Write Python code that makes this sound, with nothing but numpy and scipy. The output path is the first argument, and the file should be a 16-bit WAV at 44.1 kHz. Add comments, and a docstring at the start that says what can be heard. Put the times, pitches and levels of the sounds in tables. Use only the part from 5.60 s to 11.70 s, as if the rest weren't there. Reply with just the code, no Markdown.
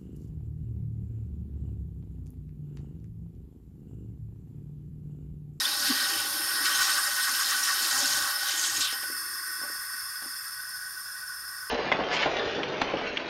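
"""Home carbonator charging a bottle

A gas jet shatters into ringing bubbles and short squeaks, and churns the water against the bottle wall.
Gas hisses through neck, air space and valve as noise in narrow resonances, and fades slowly after the jet.
A hand knocks the plastic: clicks and scuffs ring in the wall modes. The kitchen rumbles softly beneath.
"""
import sys
import numpy as np
from scipy import signal
from scipy.fft import rfft, irfft
from scipy.io import wavfile

SR = 44100
rng = np.random.default_rng(int(sys.argv[2]) if len(sys.argv) > 2 else 0)


def wav_record(signal):
    """Record a signal, one row per channel, as 16-bit PCM in the file named by sys.argv[1]."""
    frames = np.transpose(np.atleast_2d(signal))
    bounded = np.clip(frames, -1, 1)
    # unit amplitude maps onto the largest positive 16-bit level
    quanta = np.round(bounded * 32767).astype(np.int16)
    wavfile.write(sys.argv[1], SR, quanta)


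N = 268995

# Kitchen hum and rumble, spectrum outline: frequency_hz, relative_level_db
ROOM_SPECTRUM = [(12, -37), (20, -5), (92, 5.5), (274, -7.5), (303, -22), (362, -11), (441, -8), (632, -6),
                 (709, -4.5), (1000, -45), (1300, -34), (2200, -120)]
ROOM_DB = -67

# Hand on the plastic: start_s, force_db, lowest_hz, highest_hz, scuff_decay_s, tick_db (relative to force)
HAND_KNOCKS = [(3.327, -25.5, 300, 1000, 0.022, -12), (3.43, -30.5, 300, 1400, 0.011, -3),
               (3.499, -20.5, 300, 490, 0.016, -28), (4.015, -29, 222, 800, 0.031, -20),
               (4.099, -33.5, 220, 623, 0.037, -26), (4.342, -42, 240, 453, .010, -30),
               (4.622, -34.5, 219, 800, 0.02, -8), (4.658, -33.5, 220, 400, 0.014, -24)]

# Resonances of the bottle wall, then of its base on the worktop: frequency_hz, nominal_width_hz, relative_level_db
WALL_DEEP_MODES = [(261.5, 19, 4.5), (320, 48, -4.5), (423, 26, -11)]
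WALL_UPPER_MODES = [(580, 20.7, 4.5), (803, 35, 8), (895, 190, -2)]
BASE_MODES = [(96, 33, 0), (135, 14, 0)]
# Churn of water against the wall: time_s, lowest_mode_db, next_deep_modes_db, upper_modes_db, base_db
CHURN_LEVELS = [(0.0, -57, -59, -45, -63), (0.25, -51, -54.5, -48.5, -65.5), (0.55, -62, -52.5, -47, -62.5),
                (1.0, -61, -51.5, -49, -66), (1.3, -59.5, -59, -47.5, -65), (1.6, -64.5, -66.5, -51, -71),
                (2.2, -68, -54, -50, -70), (2.42, -52.5, -57.5, -43, -60), (2.62, -55, -58, -47, -59),
                (2.72, -67, -66, -50.5, -77), (2.95, -86, -58.5, -49, -75), (3.2, -63, -58.5, -53, -60),
                (3.3, -75, -74, -59, -66)]
# Water sloshing to rest: time_s, level_db
SETTLING_LEVELS = [(3.25, -84), (3.4, -61), (3.6, -60), (3.9, -67), (4.4, -77), (6.1, -77)]
# Slugs of water thump the wall and lift the deep modes: peak_s, lift_db, swell_s
WATER_SLUGS = [(0.31, 15, 0.037), (1.0, 9, 0.034), (1.36, 2, 0.027), (1.7, 9, .03), (2.42, 6, 0.034),
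               (3.19, 12, .03)]
SLUG_FALL_S, SHOULDER_FOLLOWS = 0.037, 0.46  # collapse; share of the lift in the next deep modes

# Gas flow: time_s, neck_hiss_db, valve_hiss_db, air_space_gurgle_db
GAS_FLOW = [(0.0, -35, -36, -40), (0.15, -40.5, -35, -45), (0.25, -33, -34.5, -42),
            (0.5, -35, -34.5, -40.5), (0.72, -40, -35, -46.5), (1.0, -31.5, -34.5, -40),
            (1.3, -32.5, -34, -39.5), (1.55, -35, -34, -43), (2.4, -34, -34.5, -41.5),
            (2.7, -36.5, -34.5, -41.5), (2.82, -34.5, -38, -44.5), (3.28, -38, -38, -42),
            (3.4, -38.5, -38, -48), (4.15, -40.5, -40, -47.5), (4.9, -43, -41.5, -50.5),
            (5.3, -41, -42.5, -53), (6.1, -41.5, -44, -50)]
# Resonances of bottle neck, air space and valve: frequency_hz, nominal_width_hz, relative_level_db
NECK_MODES = [(805, 50, -25.5), (1496, 35, 3.5), (1616, 64, -4.5), (1711, 33, -14), (1865, 46, -2.5),
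              (1950, 88, -13), (2138, 37, -16)]
AIR_SPACE_MODES = [(1000, 200, -20), (1072, 60, -4), (1133.4, 54, 2.5), (1250, 70, -5), (1324, 55, -1.5)]
VALVE_MODES = [(2354, 44, -25), (2590, 74, -17.5), (2685, 27, -17.5), (3380, 38, -16.5), (3460, 63, -20),
               (3570, 45, -19), (3920, 90, -30), (4060, 44, -25), (4396, 110, -14.5), (4506, 79, -21.5),
               (4648, 100, -6), (5060, 48, -0.5), (5104, 37, -5), (5308, 85, 0), (5474, 52, -9.5),
               (5780, 150, -14.5), (6100, 82, -16.5), (6200, 140, -18), (6684, 78, -14.5),
               (7250, 140, -18.5), (8334, 126, -8.5), (8945, 72, -7), (9140, 160, -2), (9610, 35, -10),
               (9816, 276, -5.5), (10150, 84, -27), (10930, 270, -13), (11100, 72, -14), (11540, 97, -8.5),
               (12060, 210, -19), (11860, 110, -15), (12220, 180, -7.5), (12850, 153, -3.5),
               (12900, 200, -19), (13400, 140, -33)]
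NECK_BED_DB, VALVE_BED_DB = -27, -10.5  # broad noise, relative to the resonances
TOP_DB = -17  # mean level of the highest valve hiss, relative to its resonances
# Gulps of gas break the surface and lift the gurgle: peak_s, lift_db, swell_s
GAS_GULPS = [(1.09, 6.5, 0.02), (1.22, 6.5, 0.032), (1.3, 7, 0.039), (1.4, 8, 0.037), (1.47, 7, 0.022),
             (1.6, 7, 0.02), (1.69, 10.5, 0.032), (1.82, 8.5, 0.031), (1.93, 9.5, 0.031), (2.0, 1.5, 0.025),
             (2.1, 8, 0.035), (2.3, 3, .02), (2.36, 6.5, 0.022), (2.69, 6, 0.043)]
GULP_FALL_S, NECK_FOLLOWS = 0.015, 0.65  # collapse; share of the lift in the neck

# Clearest air pockets squeaking out of the cloud: centre_s, pitch_hz, peak_db, half_length_s
CLEAR_SQUEAKS = [(0.01, 3880, -26, 0.01), (0.057, 3570, -21, 0.0081), (0.123, 3880, -32, 0.04),
                 (0.448, 3790, -30, 0.02), (0.542, 3010, -33, 0.014), (1.13, 3120, -30, 0.012),
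                 (1.156, 6460, -28, 0.022), (1.235, 3880, -30, 0.0116), (1.334, 8530, -28.5, 0.011),
                 (1.395, 8270, -29, 0.016), (1.635, 8180, -29.5, 0.021), (1.814, 6550, -34, 0.014),
                 (2.036, 5600, -24, 0.011), (2.235, 4480, -32.5, 0.042), (2.532, 6460, -32, 0.019),
                 (2.764, 5080, -32, 0.02), (2.889, 6130, -30.5, 0.014), (2.981, 7130, -27.5, 0.016),
                 (3.07, 6400, -32.5, 0.046), (3.173, 6530, -26.5, 0.011)]
# Fainter pockets at random; their highest peak is relative to the middle bubbles
FAINT_SQUEAKS, FAINT_UNTIL_S, FAINT_OVER_JET_DB, FAINT_HALF_S = 45, 3.25, 5.5, 0.016
# The last spurt: a swarm of pockets whose pitch slides down; level is that of the highest peak
SPURT_POCKETS, SPURT_START_S, SPURT_TAKES_S = 18, 3.205, 0.1
SPURT_FROM_HZ, SPURT_TO_HZ, SPURT_DB, SPURT_HALF_S = 4300, 2940, -30.5, 0.009

# Underwater jet in surges, a last spurt and the shut-off: time_s, large_bubbles_db, middle_bubbles_db, fine_bubbles_db
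JET_LEVELS = [(0.0, -50, -39, -50), (0.1, -45.5, -41.5, -52), (0.21, -56, -40, -46), (0.3, -45, -38, -51),
              (0.6, -50, -48.5, -50), (1.02, -57, -46.5, -59), (1.1, -44, -42.5, -42),
              (1.28, -48.5, -45.5, -46.5), (1.52, -56, -50.5, -48), (1.62, -51.5, -45, -48.5),
              (1.78, -49, -43, -45.5), (1.95, -49, -45, -46), (2.4, -50, -42, -41.5),
              (2.62, -50, -45.5, -46.5), (2.78, -50.5, -45, -51.5), (2.9, -51, -48.5, -48.5),
              (3.07, -50, -47.5, -40.5), (3.19, -53, -53.5, -48), (3.21, -48, -42, -41.5),
              (3.28, -49.5, -44, -56), (3.36, -59, -63, -64), (3.55, -74, -86, -75)]
# Pitch of the three bubble sizes, with the ends of the range: pitch_hz
BUBBLE_PITCHES = [1907, 3190, 4380, 6930, 10410]
# Resonances of the shell around the bubbles: frequency_hz, width_hz, added_level_db
SHELL_MODES = [(2687, 65, -10), (3080, 43, 3.5), (3880, 44, -5), (4560, 98, -10), (5140, 74, -39),
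               (6570, 86, -10), (8300, 160, 3)]
# The jet sputters in all sizes at once, negative lifts being dips: peak_s, lift_db, swell_s
JET_SPUTTERS = [(0.08, 3.5, .02), (0.27, 1.5, .02), (1.06, 8, .01), (1.14, 2.5, .015), (1.23, 3, .02),
                (1.33, 0.5, 0.028), (1.4, -2.5, 0.012), (1.63, -1, 0.0094), (2.05, 3, .015),
                (2.32, 2.5, 0.017), (2.8, 2.5, .01), (2.92, 2, .015), (2.99, 2.5, 0.018), (3.05, 2.5, .015),
                (3.1, 1, .01), (3.17, 3, 0.0073), (3.256, 3, .01), (3.328, 6, .006), (3.43, 6, .005)]
SPUTTER_FALL_S = 0.01

# Resonances shaded as the listening point turns away: frequency_hz, width_hz, share_lost (0-1)
SHADED_BANDS = [(1880, 230, 0.33), (2090, 250, 0.7), (2620, 120, .55), (4620, 500, .2), (8260, 250, 0.44),
                (12750, 400, 0.4)]
TURN_START_S, TURN_TAKES_S = 4.87, 0.3

CUTOFF_HZ = 15760


def from_db(db):
    """Amplitude gain of a level in dB."""
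    return 10 ** (np.asarray(db) / 20)


def rms_one(x):
    """Sound scaled to rms 1."""
    return x / np.sqrt(np.mean(x ** 2) + 1e-20)


def in_time(rows, fade_db=0):
    """Columns at every sample; past the last row they drop by fade_db within a tenth of a second."""
    s, *columns = np.transpose(rows)
    t = np.arange(N) / SR
    return [np.interp(t, s, c) - fade_db * np.clip((t - s[-1]) * 10, 0, 1) for c in columns]


def drift(rate_hz):
    """Slow random wander of spread 1, changing about rate_hz times a second."""
    # Drawn at every 40th sample, after a run-in, then joined by straight lines
    r = np.exp(-80 * np.pi * rate_hz / SR)
    noise = rng.standard_normal(N // 40 + 2002)
    slow = signal.lfilter([1], [1, -2 * r, r * r], noise)[2000:]
    return np.interp(np.arange(N) / 40, np.arange(len(slow)), rms_one(slow))


def lifts(rows, fall_s):
    """Each event swells to its lift in dB and collapses."""
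    t, out = np.arange(N) / SR, np.zeros(N)
    for s, lift_db, swell_s in rows:
        near = slice(max(int((s - 0.25) * SR), 0), int((s + 0.25) * SR))
        side_s = np.where(t[near] < s, swell_s, fall_s)
        out[near] += lift_db * np.exp(-((t[near] - s) / side_s) ** 2)
    return out


def resonate(x, hz, width_hz):
    """Two-pole resonance with gain 1 at its peak."""
    r = np.exp(-np.pi * width_hz / SR)
    poles = [1, -2 * r * np.cos(2 * np.pi * hz / SR), r * r]
    return signal.lfilter([(1 - r * r) / 2, 0, (r * r - 1) / 2], poles, x)


def band(x, low_hz, high_hz, order=3):
    """Butterworth band-pass."""
    return signal.sosfilt(signal.butter(order, [low_hz, high_hz], "band", fs=SR, output="sos"), x)


def hiss(modes, flutter_db, flutter_hz):
    """Turbulence ringing in steep resonances, each of which flutters on its own; rms 1."""
    white, out = rng.standard_normal((3, N)), 0
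    for k, (hz, width_hz, level_db) in enumerate(modes):
        # Two wider passes in a row give steeper skirts
        once = resonate(white[k % 3], hz, 1.85 * width_hz)
        steep = resonate(once, hz, 1.85 * width_hz)
        out = out + from_db(level_db + flutter_db * drift(flutter_hz)) * steep
    return rms_one(out)


def kitchen():
    """Steady low rumble of the room: noise shaped in its spectrum."""
    hz = np.maximum(np.arange(N // 2 + 1) * SR / N, 1)
    outline_hz, outline_db = np.transpose(ROOM_SPECTRUM)
    shape_db = np.interp(np.log(hz), np.log(outline_hz), outline_db)
    rumble = irfft(rfft(rng.standard_normal(N)) * from_db(shape_db), N)
    return from_db(ROOM_DB) * rms_one(rumble)


def knocks(damping=0.69):
    """A click and a ragged, dying scuff ring in the wall modes; a tick rides on top."""
    push, tick, t = np.zeros(N), np.zeros(N), np.arange(SR // 5) / SR
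    ragged = from_db(3.7 * drift(67.0))
    for s, level_db, low_hz, high_hz, scuff_s, tick_db in HAND_KNOCKS:
        at = round(s * SR)
        span = slice(at, at + len(t))
        click = np.exp(-t / 0.0006)
        scuff = np.exp(-t / scuff_s) * rng.standard_normal(len(t)) * ragged[span]
        contact = from_db(level_db) * (click + 0.95 * scuff)
        push[span] += band(contact, low_hz, high_hz, order=2)
        tick[span] += from_db(tick_db) * band(contact, 1500, 3800)
    rings = sum(from_db(db) * resonate(push, hz, damping * width_hz)
                for hz, width_hz, db in WALL_DEEP_MODES + WALL_UPPER_MODES)
    return rings + 0.48 * push + tick


def bottle():
    """The churning water shakes the wall modes as fluttering noise; slugs of water come in lumps."""
    belly_db, shoulder_db, upper_db, base_db = in_time(CHURN_LEVELS, fade_db=60)
    slug_db = lifts(WATER_SLUGS, SLUG_FALL_S)
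    belly = hiss(WALL_DEEP_MODES[:1], flutter_db=4.0, flutter_hz=31.0)
    shoulder = hiss(WALL_DEEP_MODES[1:], flutter_db=2.3, flutter_hz=12.0)
    upper = hiss(WALL_UPPER_MODES, flutter_db=0.3, flutter_hz=25.0)
    base = hiss(BASE_MODES, flutter_db=2.5, flutter_hz=5.6)
    settling_gain = from_db(in_time(SETTLING_LEVELS)[0])
    slosh_gain = from_db(shoulder_db + SHOULDER_FOLLOWS * slug_db) + settling_gain
    deep = from_db(belly_db + slug_db) * belly + slosh_gain * shoulder
    return deep + from_db(upper_db) * upper + from_db(base_db) * base


def gas():
    """Gas rushing through bottle neck, air space and valve rings in their resonances, with broad noise beds."""
    neck_db, valve_db, space_db = in_time(GAS_FLOW)
    gulp_db = lifts(GAS_GULPS, GULP_FALL_S)
    white = rng.standard_normal((3, N))

    neck_bed = from_db(NECK_BED_DB) * rms_one(band(white[0], 960, 1870))
    neck = hiss(NECK_MODES, flutter_db=1.02, flutter_hz=12.0) + neck_bed
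    space = hiss(AIR_SPACE_MODES, flutter_db=1.5, flutter_hz=73.0)

    valve_low = from_db(-0.87) * hiss(VALVE_MODES[:20], flutter_db=0.84, flutter_hz=5.0)
    valve_high = hiss(VALVE_MODES[20:], flutter_db=0.8, flutter_hz=5.1)
    valve_bed = from_db(VALVE_BED_DB) * rms_one(band(white[1], 2500, 18500))
    top_db = TOP_DB + 2.1 * drift(14.0) + 2.6 * drift(1.6)
    top = rms_one(band(white[2], 13700, 17800)) * from_db(top_db)
    valve = valve_low + valve_high + valve_bed + top

    return (from_db(neck_db + NECK_FOLLOWS * gulp_db) * neck
            + from_db(space_db + gulp_db) * space
            + from_db(valve_db + 0.53 * drift(21.0)) * valve)


def faint_pockets():
    """Faint air pockets at random while the jet runs, following the middle bubbles in level."""
    jet_s, _, middle_db, _ = np.transpose(JET_LEVELS)
    pockets = []
    for when, pitch, drop, length in rng.random((FAINT_SQUEAKS, 4)):
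        s = FAINT_UNTIL_S * when
        peak_db = np.interp(s, jet_s, middle_db) + FAINT_OVER_JET_DB - 5.5 * drop
        pockets.append((s, 3000 * 2 ** (1.4 * pitch), peak_db, FAINT_HALF_S * (0.5 + length)))
    return pockets


def spurt_pockets():
    """The last spurt: later pockets are lower in pitch, with some scatter."""
    pockets = []
    for when, scatter, drop, length in rng.random((SPURT_POCKETS, 4)):
        slide_hz = SPURT_FROM_HZ * (SPURT_TO_HZ / SPURT_FROM_HZ) ** when
        hz = slide_hz * 2 ** (0.347 * (scatter - 0.5))
        s = SPURT_START_S + SPURT_TAKES_S * when
        pockets.append((s, hz, SPURT_DB - 5.0 * drop, SPURT_HALF_S * (0.5 + length)))
    return pockets


def squeaks(wobble=0.04, rise_octaves=0.042):
    """Each pocket sings one short, wavering tone that rises by a fraction of an octave."""
    out, waver = np.zeros(N + SR), 1 + wobble * drift(153.0)
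    for s, hz, peak_db, half_s in CLEAR_SQUEAKS + faint_pockets() + spurt_pockets():
        part = np.linspace(-1, 1, round(2 * half_s * SR))
        at = max(round((s - half_s) * SR), 0)
        span = slice(at, at + len(part))
        pitch_hz = hz * 2 ** (rise_octaves * part / 2) * waver[span]
        phase = 2 * np.pi * np.cumsum(pitch_hz) / SR
        swell = np.cos(np.pi / 2 * part) ** 2
        out[span] += from_db(peak_db) * swell * np.sin(phase)
    return out[:N]


def jet(per_s=12000.0, cycles=58.0, patchy_db=1.5):
    """Bubbles pinch off at random and ring; each size comes in passing swarms and is heard through the shell."""
    large_db, middle_db, fine_db = in_time(JET_LEVELS, fade_db=62)
    levels_db = [large_db - 10.5, large_db, middle_db, fine_db, fine_db - 15.5]
    sizes = from_db(2.1 * np.minimum(rng.exponential(1, N), 5)) * rng.choice([-1, 1], N)
    born = rng.random(N) < per_s / SR
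    dealt = rng.integers(0, 36, N)  # which of 36 pitches each bubble gets
    swarms_db = [1.45 * drift(10.6) for size in range(4)]
    out = 0
    for k, hz in enumerate(np.geomspace(BUBBLE_PITCHES[0], BUBBLE_PITCHES[-1], 36, endpoint=False)):
        # Blend the levels of the two neighbouring sizes
        place = np.interp(np.log(hz), np.log(BUBBLE_PITCHES), range(5))
        low = int(place)
        level_db = levels_db[low] + (place - low) * (levels_db[low + 1] - levels_db[low])
        pinches = sizes * born * (dealt == k) + 1e-18
        rings = rms_one(resonate(pinches, hz, 2.9 * hz / cycles))
        out = out + rings * from_db(level_db + patchy_db * drift(20.0) + swarms_db[low])
    out = out * from_db(2.0 * drift(3.9) + lifts(JET_SPUTTERS, SPUTTER_FALL_S))
    return out + sum(from_db(db) * resonate(out, hz, width_hz) for hz, width_hz, db in SHELL_MODES)


def corner(x, echo_db=-13, t60_s=0.12):
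    """Tiles and worktop close by scatter the treble back as a dense, short tail."""
    t = np.arange(SR // 4) / SR
    treble = band(rng.standard_normal(len(t)), 1900, 22000)
    tail = treble * from_db(-60 * t / t60_s) * (t > 0.002)
    tail = tail / np.sqrt(np.sum(tail ** 2))
    return x + from_db(echo_db) * signal.fftconvolve(x, tail)[:N]


def turned_away(x):
    """Bands dim as the housing's openings leave the line of sight."""
    turn = np.clip((np.arange(N) / SR - TURN_START_S) / TURN_TAKES_S, 0, 1)
    for hz, width_hz, share in SHADED_BANDS:
        x = x - turn * share * resonate(x, hz, width_hz)
    return x


def scene():
    """All sources by the tiled corner, over the kitchen rumble; one channel."""
    carbonator = gas() + jet() + squeaks() + bottle() + knocks()
    return (turned_away(corner(carbonator)) + kitchen())[None]


def record(dry):
    """A steep elliptic low-pass cuts off the top."""
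    return signal.sosfilt(signal.ellip(14, 0.3, 75, CUTOFF_HZ, fs=SR, output="sos"), dry)


dry = scene()
out = record(dry)
wav_record(out)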